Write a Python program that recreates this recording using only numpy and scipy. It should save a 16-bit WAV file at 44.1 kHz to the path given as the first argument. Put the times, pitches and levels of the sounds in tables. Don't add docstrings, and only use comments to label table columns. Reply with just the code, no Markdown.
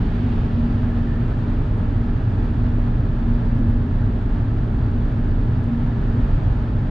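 import sys
import numpy as np
from scipy import signal
from scipy.fft import rfft, irfft
from scipy.io import wavfile
from scipy.ndimage import uniform_filter1d

SR = 44100
rng = np.random.default_rng(int(sys.argv[2]) if len(sys.argv) > 2 else 0)


def persist_wave(psi):
    counts = np.round(np.clip(psi, -1, 1) * 32767).astype(np.int16)
    wavfile.write(sys.argv[1], SR, np.atleast_2d(counts).T)


N = 304290
TIME, FREQ = np.arange(N) / SR, np.fft.rfftfreq(N, 1 / SR)

# frequency in Hz, level in dB per Hz before resonances.
RUMBLE_SPECTRUM = [(10, -66.5), (18, -50.5), (25, -42), (42, -44.5), (70, -45), (100, -43), (125, -45),
                   (165, -51), (205, -55.3), (265, -55.2), (315, -59.5), (400, -67), (520, -74.5),
                   (1500, -150)]
# frequency in Hz, width in Hz, boost in dB.
BODY_MODES = [(24.3, 3, 2.5), (51.1, 4.8, 7), (91.1, 5.8, 6.5), (140.3, 1.7, 5), (184.4, 8.2, 5.5),
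              (248, 9.1, 3.5), (282.5, 15, 5.5), (329, 6.1, 3), (354.6, 8.2, 5), (400.6, 10, 8),
              (427, 22, 8), (471, 8, 6)]
# middle in seconds, length in seconds,
# then lifts in dB of the deep rumble, the upper rumble and the roar.
ROAD_STRETCHES = [(0.089, .22, 0, 3, 0.2), (0.549, 0.41, 1.1, 0.5, 0), (1.402, 1, -1.1, 0.5, 0.5),
                  (2.55, .4, 0.5, 1.5, 0.7), (3.38, .25, -1.5, 0, 0.7), (3.72, 0.18, 0.5, 1, -0.3),
                  (4.097, .4, -0.5, 0, -0.5), (6.052, .4, -1.5, 2, 1.2), (6.397, .35, 4, -0.8, 1.5)]
# middle in seconds, length in seconds, lift in dB.
ENGINE_LIFTS = [(1.576, 0.16, 9), (1.975, 0.15, 7.5), (2.652, 0.4, 6), (3.657, 1, 4.5), (5.244, .45, 4.5),
                (6.302, 0.77, 2.5)]
CABIN_LIFTS = [(4.103, 1.9, 3.5)]
TYRE_LIFTS = [(.32, 0.28, 7), (0.597, 0.19, 9.5), (0.936, 0.38, 9.5), (1.468, .15, 6.5), (1.648, 0.11, -8),
              (2.04, 0.14, 6.5), (2.25, 0.18, -7), (2.633, 0.17, 9), (2.851, 0.13, 8), (3.33, 0.18, 9.5),
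              (3.668, 0.29, 10.3), (4.12, 0.16, 3.5), (4.242, .08, -10), (4.349, .1, 6.5), (4.942, 0.17, 5),
              (5.2, 0.086, 7.5), (5.468, 0.17, 5), (5.737, 0.21, 11), (6.176, 0.14, 9), (6.43, .14, -9)]
# frequency in Hz, level in dB per Hz before resonances.
ROAR_SPECTRUM = [(150, -87.5), (450, -69), (620, -69), (850, -70), (1050, -71.5), (1400, -74.5),
                 (1780, -78.5), (2100, -83), (3300, -89), (4500, -95), (5600, -104), (7100, -109),
                 (9700, -119), (11500, -145)]
# frequency in Hz, width in Hz, boost in dB.
GLASS_MODES = [(612, 35, 4.5), (823, 48, 2.3), (896, 25, 2.3), (1310, 110, 2), (1700, 70, 3.3),
               (1800, 60, 2), (1960, 6.4, 4.5), (3420, 200, 1), (3750, 300, 1), (4630, 120, 2.2),
               (6950, 300, 1.5)]
# frequency in Hz, left-right correlation.
MIC_LIKENESS = [(400, .6), (640, .6), (850, .25), (1060, -0.13), (1350, 0.21), (1700, .72), (2100, 0.16),
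                (2500, .5), (4500, 0.45), (5300, 0.5), (7500, 0.78)]
# frequency in Hz, relative level in dB.
ONCOMING_SPECTRUM = [(300, -81), (700, -71), (1500, -80), (2900, -80.7), (4500, -91.3), (6000, -102),
                     (9300, -117), (11500, -148)]
# time of the peak in seconds, relative level in dB.
CLOSE_CLICKS = [(0.2904, -61), (0.7274, -59), (1.2851, -61), (1.3804, -56), (1.776, -62), (2.7907, -60),
                (3.4607, -58), (3.5904, -59), (3.6842, -56), (3.7044, -60), (4.7697, -58), (5.0616, -62),
                (5.6372, -54), (5.7754, -62), (6.3586, -56)]
# frequency in Hz, relative level in dB.
CLICK_SPECTRUM = [(2000, -20), (5500, -1), (9700, 1), (10600, -11), (14000, -30)]
# middle in seconds, length in seconds, level in dB,
# pitch in Hz, rise in Hz per second.
WAKE_WHISTLES = [(0.69, .12, -66.5, 4690, -300), (0.94, .15, -50.5, 1720, 329),
                 (1.12, .14, -49, 1778, 328.5)]


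def amp(db):
    return 10 ** (np.asarray(db) / 20)


def unit(x):
    return x / np.sqrt(np.mean(x ** 2) + 1e-30)


def over_freq(points):
    hz, value = np.transpose(points)
    return np.interp(np.log(FREQ + 1), np.log(hz + 1), value)


def noise(gain, likeness=0.):
    left, other = rfft(rng.standard_normal((2, N))) * np.sqrt(SR / 2)
    same = np.clip(likeness, -1, 1)
    right = same * left + np.sqrt(1 - same ** 2) * other
    return irfft(np.array([left, right]) * gain, N)


def ringing(modes):
    power = sum((amp(db) ** 2 - 1) / (1 + (2 * (FREQ - hz) / width) ** 2) for hz, width, db in modes)
    return np.sqrt(1 + power)


def drift(rate_hz):
    return unit(noise(np.exp(-(FREQ / rate_hz) ** 2))[0])


def steadied(x, span_s):
    local_power = uniform_filter1d((x ** 2).mean(0), int(span_s * SR))
    return unit(x / np.sqrt(local_power + 1e-30)) * np.std(x)


def pan(x, left_db):
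    return x * amp([[left_db / 2], [-left_db / 2]])


def hump(middle_s, length_s):
    return .5 ** ((2 * (TIME - middle_s) / length_s) ** 2)


def swelling(lifts, base_db):
    return amp(base_db + sum(db * hump(s, length) for s, length, db in lifts))


def drone(hz, wander_hz, wander_rate_hz, flutter, flutter_hz):
    turns = np.cumsum(hz + wander_hz * drift(wander_rate_hz)) / SR
    strength = 1 + flutter * np.tanh(drift(flutter_hz))
    tone = strength * np.sin(2 * np.pi * turns)
    return unit(steadied(tone[None], span_s=.43)[0])


def road_surface():
    db = sum(np.outer(lifts, hump(s, length)) for s, length, *lifts in ROAD_STRETCHES)
    return amp(db - db.mean(1, keepdims=True))


def road_rumble(deep_lift, upper_lift, split_hz=125):
    spectrum = amp(over_freq(RUMBLE_SPECTRUM)) * ringing(BODY_MODES)
    deep_share = 1 / (1 + (FREQ / split_hz) ** 8)
    deep = steadied(noise(spectrum * np.sqrt(deep_share), likeness=.9937), span_s=.19)
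    upper = steadied(noise(spectrum * np.sqrt(1 - deep_share), likeness=.9718), span_s=.29)
    jolts = amp(.12 * drift(rate_hz=14))
    return pan((deep * deep_lift + upper * upper_lift) * jolts, left_db=-.3)


def engine_shake():
    tone = drone(hz=32.9, wander_hz=1.22, wander_rate_hz=4.04, flutter=.54, flutter_hz=7.7)
    return pan(swelling(ENGINE_LIFTS, base_db=-26.5) * tone, left_db=-1.1)


def cabin_boom():
    tone = drone(hz=114.04, wander_hz=4.5, wander_rate_hz=11.75, flutter=.8, flutter_hz=10)
    return pan(swelling(CABIN_LIFTS, base_db=-28.5) * tone, left_db=-.3)


def tyre_hum(sag_hz_per_s=.1998, upper_db=-9.5):
    lower_hz = 233.5 - sag_hz_per_s * TIME
    lower = drone(hz=lower_hz, wander_hz=1.72, wander_rate_hz=5, flutter=.28, flutter_hz=10)
    upper = drone(hz=253.7, wander_hz=2.2, wander_rate_hz=7.9, flutter=.68, flutter_hz=5.7)
    return pan(swelling(TYRE_LIFTS, base_db=-34.5) * (lower + amp(upper_db) * upper), left_db=-.3)


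def through_glass(spectrum):
    return noise(amp(over_freq(spectrum)) * ringing(GLASS_MODES), over_freq(MIC_LIKENESS))


def tunnel_roar(road_lift):
    return pan(through_glass(ROAR_SPECTRUM) * road_lift, left_db=-1.4)


def oncoming_car(alongside_s=.24, gain_db=-2.5, approach_db_per_s=7, recede_db_per_s=7.5):
    since_s = TIME - alongside_s
    distance_loss_db = np.maximum(-approach_db_per_s * since_s, recede_db_per_s * since_s)
    return pan(through_glass(ONCOMING_SPECTRUM) * amp(gain_db - distance_loss_db), left_db=-1.7)


def close_clicks(rise_s=.001, decay_s=.0016, gain_db=-8, tail_s=.02, tail_db=-10):
    def pulses(fall_s):
        return sum(amp(db) * np.exp(-np.maximum((s - TIME) / rise_s, (TIME - s) / fall_s))
                   for s, db in CLOSE_CLICKS)
    envelope = pulses(decay_s) + amp(tail_db) * pulses(tail_s)
    bright_noise = unit(noise(amp(over_freq(CLICK_SPECTRUM)), likeness=.95))
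    return pan(amp(gain_db) * envelope * bright_noise, left_db=-1.5)


def wake_whistle(middle_s, length_s, level_db, pitch_hz, rise_hz_per_s, width_hz=65):
    hz = pitch_hz + rise_hz_per_s * (TIME - middle_s)
    tone = np.sqrt(2) * np.sin(2 * np.pi * np.cumsum(hz) / SR)
    fuzz = noise(np.exp(-(FREQ / width_hz) ** 2), likeness=.9)
    fuzz = unit(steadied(fuzz, span_s=.045))
    return amp(level_db) * hump(middle_s, length_s) * fuzz * tone


def scene():
    deep_lift, upper_lift, roar_lift = road_surface()
    own_car = road_rumble(deep_lift, upper_lift) + engine_shake() + cabin_boom() + tyre_hum()
    outside = tunnel_roar(roar_lift) + oncoming_car()
    flicker = amp(.41 * drift(rate_hz=25))
    whistles = sum(wake_whistle(*row) for row in WAKE_WHISTLES)
    return own_car + outside * flicker + close_clicks() + whistles


def record(dry, fade_s=.004, cutoff_hz=14900):
    from_edge_s = np.minimum(TIME, TIME[::-1])
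    fade = np.sin(np.pi / 2 * np.clip(from_edge_s / fade_s, 0, 1)) ** 2
    lowpass = signal.firwin(511, cutoff_hz, window=("kaiser", 9), fs=SR)
    return signal.oaconvolve(dry * fade, lowpass[None], "same")


dry = scene()
out = record(dry)
persist_wave(out)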